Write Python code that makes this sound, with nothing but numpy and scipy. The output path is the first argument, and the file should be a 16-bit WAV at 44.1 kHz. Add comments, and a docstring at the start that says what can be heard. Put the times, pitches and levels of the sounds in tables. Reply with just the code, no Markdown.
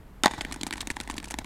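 """A heavy object is bowled along paved ground, outdoors at night. It lands with a double knock, bounces
a few times, then skitters away in dry clacks and short gritty scrapes over the soft rush of its slide.
Each impact excites damped resonances and sets the object's normal modes ringing briefly. The ground
scatters the knocks and scrapes, a faint echo follows, and a low rumble lies beneath."""
import sys
import numpy as np
from scipy import signal
from scipy.fft import rfft, irfft
from scipy.io import wavfile

SR = 44100
rng = np.random.default_rng(int(sys.argv[2]) if len(sys.argv) > 2 else 0)


def dump_mix(stems):
    """Bounce the given channels to the path in sys.argv[1] as a 16-bit WAV at rate SR."""
    frames = np.atleast_2d(stems).T  # one column per channel
    limited = np.clip(frames, -1, 1)  # hard clip at full scale
    pcm = np.round(limited * 32767).astype(np.int16)
    wavfile.write(sys.argv[1], SR, pcm)


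N = 63945
T = np.arange(N) / SR

# spectrum of the outdoor background: f/Hz, level/dB
AMBIENT_SPECTRUM = [(20, -6.5), (55, -1.5), (90, -12.5), (150, -16.5), (310, -22), (510, -30), (870, -29.5),
                    (1700, -36.5), (5700, -52), (11400, -51.5), (16000, -61)]
# spectrum of the distant echo: f/Hz, level/dB
ECHO_SPECTRUM = [(200, -29), (500, 12.5), (900, -18), (1400, 6), (4000, 3.5), (9000, 2), (15000, 2)]
# envelope of the sliding friction: t/s, level/dB
FRICTION_ENVELOPE = [(.24, -78), (.31, -58), (.42, -49), (.55, -49), (.8, -53.5), (1.1, -53.5),
                     (1.45, -53.5)]
# spectrum of the sliding friction: f/Hz, level/dB
FRICTION_SPECTRUM = [(100, 2), (190, 1.5), (290, 0.5), (470, -11), (700, -9), (890, -1), (1250, -12.5),
                     (2000, -10.5), (2600, -25), (3700, -17.5), (8000, -30), (15000, -61)]
# scrapes over grit: t/s, duration/s, level/dB
SCRAPE_EVENTS = [(0.411, 0.01, -36.5), (0.53, 0.0034, -47), (0.541, 0.0054, -37.5), (0.667, 0.014, -43.5),
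                 (.769, 0.0082, -44), (.8062, 0.0013, -30), (.816, 0.0059, -41.5), (0.903, 0.014, -36),
                 (.963, 0.0072, -43.5), (1.009, 0.0048, -33.5), (1.033, 0.0056, -45),
                 (1.111, 0.0021, -33.5), (1.115, 0.0077, -46), (1.166, 0.0068, -39.5),
                 (1.229, 0.00073, -35.5), (1.255, 0.0038, -39.5), (1.282, 0.0073, -42),
                 (1.303, 0.0023, -37.5), (1.317, 0.0053, -37)]
# spectrum of a scrape: f/Hz, level/dB
SCRAPE_SPECTRUM = [(300, 4.5), (900, -10), (1400, 3), (2100, -5.5), (2700, 1), (3700, -5.5), (5000, -4.5),
                   (6600, -2), (10000, -4.5), (15000, -32)]
# upper bands of an impact (crack, bite, edge): f/Hz, bandwidth/Hz
UPPER_BANDS = [(2120, 914), (3700, 1320), (7400, 4700)]
# normal modes of the object: f/Hz, level/dB relative to the impact at that frequency, T60/s
NORMAL_MODES = [(260, -22, 0.056), (623, -6, 0.039), (705, -9, 0.073), (831, -2.5, 0.085),
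                (913, -14.5, 0.16), (1061, -8, 0.054), (1520, 0.5, 0.026), (2010, -14, 0.12)]
# peaks and dips of the shell while off the ground: f/Hz, bandwidth/Hz, gain/dB
SHELL_RESONANCES = [(1947, 84, 7), (2660, 910, -3), (3684, 200, 6.5), (3980, 570, -6), (5260, 163, 6),
                    (6680, 260, 7)]
# impacts while sliding: t/s, crunch duration/s, body f/Hz, level/dB of thump, body, crack, bite, edge
SLIDING_IMPACTS = [(0.4494, 0.0017, 785, -36.5, -47.5, -35, -50, -47),
                   (0.5125, 0.0031, 1070, -41, -44, -51, -50, -54),
                   (0.5235, 0.006, 820, -41.5, -47, -40, -44, -38),
                   (0.5612, 0.0017, 870, -40, -44.5, -50.5, -68, -50),
                   (0.612, 0.0037, 865, -38, -48.5, -52, -38.0, -44),
                   (0.6329, 0.0022, 795, -32.0, -44, -39.5, -36.5, -35.5),
                   (0.6668, 0.0056, 876, -35, -36.5, -43, -42.5, -38),
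                   (0.7088, 0.0006, 940, -41, -43.5, -37.5, -47, -44),
                   (0.7268, 0.0056, 1010, -42, -52, -34.5, -41, -41),
                   (0.7358, 0.0049, 835, -40, -43.5, -36, -54, -40),
                   (0.7572, 0.0029, 930, -45, -44.5, -50, -55, -55.0),
                   (0.7795, 0.0041, 970, -45.5, -43, -45.5, -48.5, -49.5),
                   (0.8078, 0.0034, 1110, -57, -45, -48, -33.5, -41.5),
                   (0.8145, 0.0027, 1110, -59, -63, -42.5, -56, -40),
                   (0.8723, 0.0022, 830, -35.5, -46, -40.5, -44.5, -36.5),
                   (0.9028, 0.00097, 870, -34.5, -44, -30.5, -45, -40.5),
                   (0.9677, 0.00082, 900.0, -41.5, -36.5, -40, -47, -50),
                   (1.0018, 0.0019, 880, -37.0, -43.5, -40.5, -38.5, -42.5),
                   (1.0755, 0.0049, 770, -42.5, -46, -43.5, -56, -50),
                   (1.0992, 0.0064, 970, -36, -34, -40, -44, -41.5),
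                   (1.1405, 0.0036, 740, -40, -53.5, -52.5, -52.5, -51.5),
                   (1.1808, 0.0043, 1010, -36.5, -48, -40.5, -38, -41.5),
                   (1.2008, 0.0018, 1170, -43, -56, -49, -50, -53),
                   (1.2425, 0.0051, 870, -48, -51, -45.5, -48.5, -44),
                   (1.3087, 0.0047, 780, -59, -41, -42.0, -54, -37),
                   (1.341, 0.0012, 890, -36.0, -36.5, -39.5, -43, -43.5),
                   (1.387, 0.0043, 777, -35, -36, -38.0, -40.5, -37.5),
                   (1.445, 0.0021, 1020, -46, -51, -47, -53, -51)]
# landing and bounces: t/s, crunch duration/s, body f/Hz, level/dB of thump, body, crack, bite, edge
LANDING_IMPACTS = [(0.2358, 0.00097, 760, -28, -33.5, -40, -24.5, -29.5),
                   (0.2392, 0.0016, 1310, -40, -28, -35.5, -47, -52),
                   (0.2442, 0.0074, 930, -40, -26, -32, -33.5, -38),
                   (0.2584, 0.0014, 750, -17, -23.5, -32.5, -22.5, -30),
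                   (0.2602, 0.0008, 940, -26, -16, -25.5, -28.5, -31),
                   (0.2694, 0.0014, 920, -62, -30.5, -35.5, -36, -45),
                   (0.279, 0.0031, 885, -40, -30, -38.5, -42, -48),
                   (0.3108, 0.008, 910, -40.5, -39, -44, -46, -46),
                   (0.3365, 0.017, 980, -39, -40, -42.5, -49, -50.5),
                   (0.3805, 0.0065, 910, -67, -38.5, -61, -52, -54.5),
                   (0.4095, 0.002, 820, -51.5, -38.5, -39, -34.5, -47.5),
                   (0.4122, 0.001, 850, -39.5, -49, -35.5, -65, -63)]

THUMP_HZ = 261.2
CRUNCH_DB = (-20, -12, 1.5, 1.5, 6)   # crushed grit relative to the clean tick, from thump to edge


def from_db(db):
    """Amplitude ratio of a level in decibels."""
    return 10 ** (np.asarray(db) / 20)


def unit_rms(x):
    """Normalisation to unit mean power."""
    return x / np.sqrt(np.mean(x ** 2) + 1e-20)


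def unit_energy(x):
    """Normalisation to a unit sum of squares."""
    return x / np.sqrt(np.sum(x ** 2) + 1e-20)


def colour(x, spectrum):
    """Spectral weighting by (f/Hz, level/dB) points, with infrasound attenuated; unit rms."""
    hz, db = np.transpose(spectrum)
    f = np.fft.rfftfreq(len(x), 1 / SR) + 1
    gain = from_db(np.interp(np.log(f), np.log(hz), db))
    return unit_rms(irfft(rfft(x) * gain * f / np.hypot(f, 15), len(x)))


def add(out, start_s, x):
    """Superposition of x on out from a given time."""
    i = int(np.clip(start_s * SR, 0, N - 1))
    out[i:i + len(x)] += x[:N - i]


def grit(size, spread_db=4.5):
    """Granular noise: dense grains with a log-normal spread of strength."""
    return rng.standard_normal(size) * from_db(spread_db * rng.standard_normal(size))


def resonance(x, hz, width_hz):
    """A damped resonance acts as a band-pass filter: the wider the band, the faster the decay."""
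    low = np.clip(np.hypot(hz, width_hz / 2) - width_hz / 2, 20, .4 * SR)
    high = min(low + width_hz, .45 * SR)
    return signal.sosfilt(signal.butter(2, [low, high], "band", fs=SR, output="sos"), x + 1e-18)


def background(whine_hz=12300):
    """Ambient noise: a broadband rumble and faint hiss, with a thin pure tone."""
    rumble = from_db(-45) * colour(rng.standard_normal(N), AMBIENT_SPECTRUM)
    whine = from_db(-78) * np.sqrt(2) * np.sin(2 * np.pi * whine_hz * T)
    return rumble + whine


def reflections(x, near_t60_s=.05, far_t60_s=1, build_s=.041):
    """Convolution with an impulse response: quick scatter from nearby ground and a faint, long echo."""
    near = colour(rng.standard_normal(N), [(650, -20), (1300, 0)]) * from_db(-60 * T / near_t60_s)
    far = colour(rng.standard_normal(N), ECHO_SPECTRUM) * from_db(-60 * T / far_t60_s)
    far *= 1 - np.exp(-T / build_s)
    response = from_db(-15) * unit_energy(near) + from_db(-23) * unit_energy(far)
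    return signal.fftconvolve(x, response)[:N]


def sliding_friction(flutter_db=6.5, flutter_hz=38):
    """Friction noise: the underside rubs on the paving in a hollow rush whose level flutters."""
    flutter = colour(rng.standard_normal(N), [(flutter_hz, 0), (10 * flutter_hz, -50)])
    level_db = np.interp(T, *np.transpose(FRICTION_ENVELOPE)) + flutter_db * flutter
    return from_db(level_db) * colour(grit(N), FRICTION_SPECTRUM)


def scrapes(catch_db=16):
    """Intermittent friction: an edge catches with a tick, then drags over grit in a bright burst."""
    envelope, grains = np.zeros(N), unit_rms(grit(N))
    for start_s, duration_s, db in SCRAPE_EVENTS:
        from_centre = (T - start_s - duration_s / 2) / (0.59 * duration_s)
        envelope += from_db(db) * np.exp(-from_centre ** 4)
        add(grains, start_s, from_db([catch_db]))
    return envelope * colour(grains, SCRAPE_SPECTRUM)


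def contacts(impacts, thump_width_hz, body_width_hz):
    """Impulsive excitation: a sharp tick and a brief crunch of grit drive five damped resonances."""
    out, t = np.zeros(N), T[:SR // 20]
    tick = t == 0
    window_gain = np.sqrt(.01 * SR)   # band levels state the energy as an rms over 10 ms
    for start_s, crunch_s, body_hz, *levels_db in impacts:
        crunch = unit_energy(grit(len(t)) * np.exp(-(t / crunch_s) ** 2) * (t > 0))
        bands = [(THUMP_HZ, thump_width_hz), (body_hz, body_width_hz), *UPPER_BANDS]
        for k, (hz, width_hz) in enumerate(bands):
            force = tick + from_db(CRUNCH_DB[k]) * crunch
            response = unit_energy(resonance(force, hz, width_hz))
            polarity = -(-1) ** k
            add(out, start_s, polarity * from_db(levels_db[k]) * window_gain * response)
    return out


def modal_ring(impacts):
    """Free vibration: each mode decays exponentially from a level set by the impact at its frequency."""
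    out, t = np.zeros(N), T[:SR // 4]
    for start_s, _, body_hz, *levels_db in impacts:
        centres_hz = [THUMP_HZ, body_hz, *(hz for hz, _ in UPPER_BANDS)]
        for k, (hz, db, t60_s) in enumerate(NORMAL_MODES):
            onset_db = np.interp(hz, centres_hz, levels_db) + db + rng.standard_normal()
            envelope = from_db(onset_db - 60 * t / t60_s)
            add(out, start_s, (-1) ** k * envelope * np.sin(2 * np.pi * hz * t))
    return out


def shell(x):
    """Resonant filtering: the shell's quickly damped resonances colour a blow."""
    for hz, width_hz, db in SHELL_RESONANCES:
        band = signal.lfilter(*signal.iirpeak(hz, hz / width_hz, fs=SR), x + 1e-18)
        x = x + (from_db(db) - 1) * band
    return x


def clacks(ring_db=-6):
    """Contact damping: lying on the ground, the object rings more weakly, so its impacts sound dry."""
    ticks = contacts(SLIDING_IMPACTS, thump_width_hz=118, body_width_hz=274)
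    return ticks + from_db(ring_db) * modal_ring(SLIDING_IMPACTS)


def landing():
    """Impact and rebound: each knock is coloured by the shell and leaves the object ringing freely."""
    knocks = contacts(LANDING_IMPACTS, thump_width_hz=161, body_width_hz=324)
    return shell(knocks) + modal_ring(LANDING_IMPACTS)


def scene():
    """Superposition of the transients, their reflections, the slide and the background, in mono."""
    transients = landing() + clacks() + scrapes()
    return (transients + reflections(transients) + sliding_friction() + background())[None]


def record(dry, ceiling=0.94, cutoff_hz=16000):
    """Soft saturation rounds the loudest peaks; a low-pass filter limits the bandwidth."""
    rounded = ceiling * np.tanh(dry / ceiling)
    return signal.sosfilt(signal.ellip(10, .2, 70, cutoff_hz, fs=SR, output="sos"), rounded)


dry = scene()
out = record(dry)
dump_mix(out)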